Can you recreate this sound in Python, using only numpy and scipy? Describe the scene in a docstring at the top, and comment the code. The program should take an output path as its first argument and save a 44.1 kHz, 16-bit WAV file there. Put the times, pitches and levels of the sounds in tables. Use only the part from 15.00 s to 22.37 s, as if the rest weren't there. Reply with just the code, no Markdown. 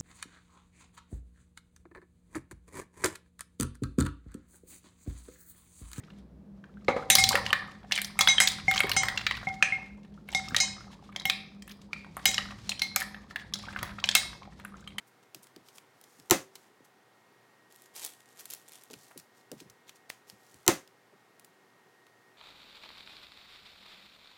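"""A soap loaf is cut twice on a wooden wire cutter in a small kitchen, while an appliance whines faintly.
First the wire hisses through the soap, then the arm touches its stop and slams home, ringing the frame.
Next a bar is laid on paper, which rustles and crackles as its creases snap.
Gloved hands slide and bump the loaf on the cutter's plastic bed.
Then comes the second hiss and slam, followed by a few light taps."""
import sys
import numpy as np
from scipy import signal
from scipy.fft import rfft, irfft
from scipy.io import wavfile

SR = 44100
rng = np.random.default_rng(int(sys.argv[2]) if len(sys.argv) > 2 else 0)


def wrap_up_sound(samples):
    """Save the sound to the file named by the first command line argument, as 16-bit audio."""
    columns = np.atleast_2d(samples).T
    # keep every value between -1 and 1, then stretch to whole-number steps
    tamed = np.clip(columns, -1, 1)
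    steps = np.round(tamed * 32767).astype(np.int16)
    wavfile.write(sys.argv[1], SR, steps)


N = 325017
TIME = np.arange(N) / SR
AGE = TIME[:SR // 2]  # seconds since a blow
ROOM_T60 = 0.27  # a t60 is the time in seconds that a sound takes to fade by 60 dB

# The arm hits its stop, just after a light first touch:
# (time [s], relative slam level [dB], touch lead [s], relative touch level [dB], wire level [dB])
SLAMS = [(1.3093, -1, .0108, -22, -51), (5.6787, -1.5, .0141, -25.5, -67.5)]


def undb(db):
    """Turn decibels into a number to multiply by."""
    return 10 ** (np.asarray(db) / 20)


def unit(x):
    """Scale a sound to an average power of 1."""
    return x / np.sqrt(np.mean(x ** 2))


def add(out, time, x):
    """Mix x into out, starting at a time in seconds."""
    i = max(int(time * SR), 0)
    out[i:i + len(x)] += x[:N - i]


def fade(t60):
    """How a sound dies away after a blow."""
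    return np.exp(-np.log(1000) * AGE / t60)


def fading_noise(t60, rise_s):
    """Noise that swells and dies away."""
    return rng.standard_normal(len(AGE)) * fade(t60) * (1 - np.exp(-AGE / rise_s))


def burst(t60, rise_s):
    """Fading noise with a total energy of 1."""
    noise = fading_noise(t60, rise_s)
    return noise / np.linalg.norm(noise)


def colour(x, spectrum, size=4096):
    """Shape the tone of x along (frequency [Hz], level [dB]) points; white noise keeps its power."""
    hz, db = np.transpose(spectrum)
    bins = np.maximum(np.fft.rfftfreq(size, 1 / SR), 1)
    gains = undb(np.interp(np.log(bins), np.log(hz), db))
    # these steps build a filter that never sounds ahead of its input
    cepstrum = irfft(np.log(gains))
    cepstrum[1:size // 2] *= 2
    cepstrum[size // 2 + 1:] = 0
    response = irfft(np.exp(rfft(cepstrum)))
    return signal.fftconvolve(x, response / np.linalg.norm(response))[:len(x)]


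def hump(hz, below_db, above_db):
    """A tone shape that peaks at hz, given its levels one octave below and above."""
    octaves = np.linspace(-7, 7, 29)
    db = np.where(octaves < 0, below_db, above_db) * np.abs(octaves) ** 1.3
    return np.column_stack([hz * 2 ** octaves, np.maximum(db, -80)])


def drift(turns_per_s):
    """A random value that wanders, mostly between -1 and 1."""
    points = rng.standard_normal(N // 100)
    return np.interp(TIME * turns_per_s, np.arange(len(points)), points)


def grains(per_s, spread_db, t60):
    """Tiny slips of very unequal size, each a short burst of noise."""
    slipping = rng.random(N) < per_s / SR
    sizes = slipping * undb(spread_db * np.minimum(rng.exponential(size=N), 4))
    power = signal.fftconvolve(sizes ** 2, fade(t60) ** 2)[:N]
    return unit(np.sqrt(np.abs(power)) * rng.standard_normal(N))


def appliance(air_db=-64.5, waver_hz=3, flutter_db=2):
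    """Steady moving air, a low hum and a thin whine that wavers."""
    # Tone of the moving air: (frequency [Hz], relative level [dB])
    air_colour = [(15, -80.5), (25, -46.5), (70, -32), (108, -8), (277, -5.5), (309, -6), (416, -4),
                  (451, -7), (489, -6), (607, -8.5), (734, -6), (1700, -10.5), (1840, -10), (2280, -15.5),
                  (16000, -31)]
    # Tones of the hum: (frequency [Hz], level [dB])
    hum_tones = [(119, -84), (382, -79), (420, -82), (479, -81), (757, -80), (945, -85.5), (2148, -82)]
    # Path of the whine: (time [s], frequency [Hz], level [dB])
    whine_path = [(1.6, 1870, -83), (1.9, 1877, -72.5), (6.5, 1876, -74), (7.35, 1868, -69.5)]
    air_gain = undb(air_db + 0.21 * drift(4.9))
    out = air_gain * unit(colour(rng.standard_normal(N), air_colour))
    times, whine_hz, whine_db = np.transpose(whine_path)
    whine = (np.interp(TIME, times, whine_hz), np.interp(TIME, times, whine_db))
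    for hz, db in hum_tones + [whine]:
        phase = 2 * np.pi * np.cumsum(hz + waver_hz * drift(25)) / SR
        out += np.sqrt(2) * undb(db + flutter_db * drift(3.4)) * np.sin(phase)
    return out


def kitchen(x, echo_db=-9):
    """Cupboards and walls add a short, blurred echo."""
    return x + undb(echo_db) * signal.fftconvolve(x, burst(ROOM_T60, rise_s=0.0034))[:N]


def rubs(gain_db=-.5, catch_db=-7, cut_lead_s=.16, cut_length_s=.33, cut_db=-67.5, cut_hz=7000):
    """Gloves, soap and wire stick and slip, catching now and then; each stroke swells and fades."""
    # Gloves and loaf slide on the bed: (middle time [s], length [s], relative level [dB], pitch [Hz])
    slides = [(0.082, .029, -66, 10000), (.233, 0.012, -64.5, 5100), (0.437, 0.018, -53.5, 9000),
              (.682, .06, -64, 5800), (.76, .044, -58.5, 7600), (1.602, 0.16, -69.5, 7000),
              (1.853, 0.017, -64, 8000), (3.916, 0.016, -53.5, 6100), (4.041, 0.19, -61, 6500),
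              (4.115, 0.02, -57.5, 1220), (4.189, .025, -56, 7000), (4.388, 0.067, -67, 5650),
              (4.601, 0.042, -56.5, 5100), (4.887, .029, -59, 4080), (4.963, 0.022, -59.5, 6500),
              (5.1, 0.0094, -44.5, 6600), (5.298, .045, -61, 5860)]
    # the wire hisses through the soap ahead of each slam
    cuts = [(slam[0] - cut_lead_s, cut_length_s, cut_db, cut_hz) for slam in SLAMS]
    slips = grains(per_s=2000, spread_db=3, t60=.0055)
    slips += undb(catch_db) * grains(per_s=36, spread_db=2, t60=.006)
    out = np.zeros(N)
    for middle, length, db, hz in slides + cuts:
        moving = np.abs(TIME - middle) < length
        swell = np.exp(-(2 * (TIME[moving] - middle) / length) ** 2)
        stroke = colour(slips[moving] * swell, hump(hz, below_db=-4, above_db=-7))
        add(out, middle - length, undb(db + gain_db) * stroke)
    return out


def bumps(gain_db=16, settle_db=-6):
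    """Dull thuds that sink in pitch as the bed settles under the loaf."""
    # Loaf and hands bump the plastic bed: (time [s], relative level [dB], pitch [Hz])
    contacts = [(0.35, -43, 310), (.561, -39.5, 332), (1.186, -47, 198), (1.799, -48.5, 296),
                (3.901, -38.5, 423), (3.93, -38.5, 283), (4.157, -39.5, 290), (4.515, -30.5, 337),
                (4.608, -39.5, 288), (4.654, -46, 200), (5.319, -47.5, 203), (5.539, -47, 191.4),
                (6.122, -47, 406)]
    out = np.zeros(N)
    for time, db, hz in contacts:
        thud = colour(burst(t60=.075, rise_s=.0022), hump(hz, below_db=-18, above_db=-15))
        settle = colour(burst(t60=.14, rise_s=.03), hump(hz / 2, below_db=-18, above_db=-15))
        bump = thud / np.linalg.norm(thud) + undb(settle_db) * settle / np.linalg.norm(settle)
        add(out, time, undb(db + gain_db) * bump)
    return out


def taps(gain_db=18, echo_db=-11, hollow_db=-5, rise_s=.00019):
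    """Each tap is a snap with a faint room echo, plus a hollow note at its own pitch."""
    # Loaf, fingers and arm tap the bed: (time [s], relative level [dB], pitch [Hz], t60 [s])
    contacts = [(0.3463, -36.5, 5200, .016), (0.469, -50, 2930, .014), (0.562, -47.5, 3740, .015),
                (0.686, -48, 2980, 0.012), (0.7825, -44, 2900, 0.015), (1.013, -51.5, 10100, .012),
                (1.039, -48, 5100, .02), (1.198, -49, 4500, 0.012), (1.5543, -39.5, 4160, 0.031),
                (3.901, -50, 2480, .012), (3.9326, -43.5, 5500, 0.017), (3.938, -40.5, 2800, 0.017),
                (4.176, -38, 10400, 0.018), (4.198, -47, 5330, 0.017), (4.5159, -37.5, 6060, 0.012),
                (4.602, -44.5, 4100, 0.021), (4.6985, -47.5, 6020, 0.026), (4.893, -42.5, 3000, 0.022),
                (5.1013, -32.5, 1920, 0.0038), (5.299, -41.5, 4740, 0.0031), (5.543, -51, 6000, 0.0072),
                (5.8758, -53, 4540, .009), (6.396, -49.5, 9900, .014), (6.446, -47, 9000, .019),
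                (7.067, -54, 1400, 0.019)]
    out = np.zeros(N)
    for time, db, hz, t60 in contacts:
        noise = burst(t60, rise_s) + undb(echo_db) * burst(ROOM_T60, rise_s=.0027)
        snap = colour(noise, hump(hz, below_db=-1.5, above_db=-3.5))
        hollow = colour(burst(t60, rise_s), hump(hz, below_db=-22, above_db=-22))
        add(out, time, undb(db + gain_db) * (snap + undb(hollow_db) * hollow))
    return out


def paper_push(start, length, attack_s=.0076, release_s=.0084, relax_db=-10, relax_s=.084):
    """The strength of one push: it rises, holds and drops, then lingers as the sheet relaxes."""
    attack = np.exp(np.minimum(TIME - start, 0) / attack_s)
    since_end = np.maximum(TIME - start - length, 0)
    release = np.exp(-since_end / release_s)
    relax = undb(relax_db) * np.exp(-since_end / relax_s)
    return attack * np.maximum(release, relax)


def paper(gain_db=-.5, crinkle_db=-3, firm_db=-48, crinkle_growth=.78):
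    """Paper gives a dense crackle under a firm push; single crinkles stand out under a light one."""
    # The bar is set down and nudged: (start time [s], length [s], relative level [dB])
    pushes = [(2.704, 0.17, -69), (2.959, .11, -47), (3.278, 0.28, -75), (3.391, 0.017, -53),
              (3.507, 0.032, -53), (3.667, 0.19, -71), (3.73, 0.02, -57)]
    # Tone of the sheet: (frequency [Hz], relative level [dB])
    sheet_colour = [(180, -34), (300, -3), (634, -8), (737, -2), (1360, -8.5), (1640, -7), (3640, -1.5),
                    (4230, -3.5), (7200, -1), (13500, -6), (16000, -21.5)]
    crackle = grains(per_s=2000, spread_db=3.8, t60=.005)
    crinkle = grains(per_s=90, spread_db=2.5, t60=.006)
    pressure = sum(undb(db - firm_db) * paper_push(start, length) for start, length, db in pushes)
    rustle = pressure * crackle + undb(crinkle_db) * pressure ** crinkle_growth * crinkle
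    return undb(firm_db + gain_db) * colour(rustle, sheet_colour)


def creases(gain_db=18, echo_db=-12):
    """Paper creases give way with one bright snap each."""
    # Creases snapping: (time [s], relative level [dB])
    snaps = [(2.724, -50), (2.76, -49.5), (2.82, -48.5), (2.957, -45), (2.963, -37.5), (3.034, -53),
             (3.0482, -27), (3.062, -32.5), (3.396, -43), (3.407, -41), (3.455, -36.5), (3.5017, -35),
             (3.507, -34), (3.536, -32), (3.5479, -40), (3.685, -46), (3.7193, -47), (3.757, -53),
             (3.836, -46)]
    out = np.zeros(N)
    for time, db in snaps:
        snap = burst(t60=.011, rise_s=.0004)
        echo = undb(echo_db) * burst(ROOM_T60, rise_s=.0029)
        add(out, time, undb(db + gain_db) * (snap + echo))
    return colour(out, hump(12000, below_db=-2.5, above_db=-8))


def ring(tones, delay_at_1khz_s, rise_cycles):
    """A struck part rings with fading tones; low ones travel through it more slowly and arrive later."""
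    out = np.zeros(len(AGE))
    for k, (hz, db, t60) in enumerate(tones):
        age = np.maximum(AGE - delay_at_1khz_s / np.sqrt(hz / 1000), 0)
        swell = 1 - np.exp(-(age * hz / rise_cycles) ** 2)
        out += (-1) ** k * undb(db) * swell * fade(t60) * np.sin(2 * np.pi * hz * age)
    return out


def stop_crack(chatter_db=-17, edge_db=-4):
    """The arm cracks against its stop: the uneven faces chatter and the hard edge adds a bright snap."""
    # Tones of the hard contact: (frequency [Hz], relative level [dB], t60 [s])
    contact_tones = [(1290, -15, .007), (1880, -13.5, 0.015), (2950, -8.5, 0.0065), (4040, 1, 0.0036),
                     (6037, 0.5, 0.004), (7280, -5.5, .006), (9600, -16.5, .003), (12370, -4, 0.0017),
                     (14300, -8.5, 0.0023)]
    contact = ring(contact_tones, delay_at_1khz_s=.0004, rise_cycles=2)
    chatter_noise = rng.standard_normal(len(AGE)) * fade(t60=.011)
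    chatter = colour(chatter_noise, hump(7100, below_db=-2.5, above_db=-1))
    edge = colour(fading_noise(t60=.0045, rise_s=.00035), hump(14000, below_db=-22.5, above_db=-6.5))
    return contact + undb(chatter_db) * chatter + undb(edge_db) * edge


def slams(wire_hz=383, wire_t60=.88):
    """The arm touches its stop, then hits it: a sharp crack, the frame's ring and a noisy tail."""
    # Tones of the wooden frame and its plastic bed: (frequency [Hz], relative level [dB], t60 [s])
    frame_tones = [(72, -22, 0.027), (135, -7, 0.075), (205, -13.5, 0.1), (247, -9.5, .09),
                   (279, -7.5, 0.2), (330, 2, 0.14), (367.4, 4.5, 0.083), (396, -2, .09), (396, -5.5, 0.13),
                   (478, -8.5, 0.12), (533, -7.5, 0.23), (547, -10, 0.086), (673, -13.5, 0.063),
                   (744, -9, 0.13), (785, -15, 0.064), (920, -4, 0.092), (1040, -9.5, 0.11),
                   (1073, -12, 0.14), (1273, -11.5, 0.11), (1444, -13.5, 0.16), (1790, -15, 0.11),
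                   (1930, -15.5, 0.15), (2050, -11, 0.2), (2180, -14, 0.062), (2600, -20, 0.2),
                   (2980, -18.5, 0.076), (3670, -19.5, 0.17)]
    # Dense ringing of frame and room after a slam: (frequency [Hz], relative level [dB])
    tail_colour = [(30, -18), (90, -10.5), (140, -3), (330, 2), (600, -3.5), (1100, -6), (1600, -6.5),
                   (2100, -7), (3200, -10.5), (5000, -12), (6400, -8), (8200, -13), (10000, -16),
                   (15500, -22.5)]
    crack = stop_crack()
    frame = ring(frame_tones, delay_at_1khz_s=.001, rise_cycles=.45)
    tail = colour(fading_noise(t60=.22, rise_s=.0018), tail_colour)
    thump = np.exp(-((AGE - .006) / .002) ** 2)  # a brief, deep thump under each slam
    touch = undb(3) * crack + undb(-14) * frame + undb(-23.5) * tail
    blow = undb(5.5) * crack + undb(-19) * frame + undb(-20) * tail + undb(-36) * thump
    wire = fade(wire_t60) * np.sin(2 * np.pi * wire_hz * AGE)  # the tight wire sings on
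    out = np.zeros(N)
    for time, slam_db, early_s, touch_db, wire_db in SLAMS:
        add(out, time - early_s, undb(touch_db) * touch)
        add(out, time, undb(slam_db) * blow + undb(wire_db) * wire)
    return out


def scene():
    """Two cuts and the handling around them, in one channel."""
    hits = slams() + taps() + creases() + bumps()
    rustles = kitchen(paper() + rubs())
    return (hits + rustles + appliance())[None]


def record(dry, peak_limit=.8, top_hz=16300):
    """Round off the loudest peaks and cut the highest treble."""
    rounded = dry / (1 + (dry / peak_limit) ** 4) ** (1 / 4)
    treble_cut = signal.ellip(10, .2, 90, top_hz, fs=SR, output="sos")
    return signal.sosfilt(treble_cut, rounded)


dry = scene()
out = record(dry)
wrap_up_sound(out)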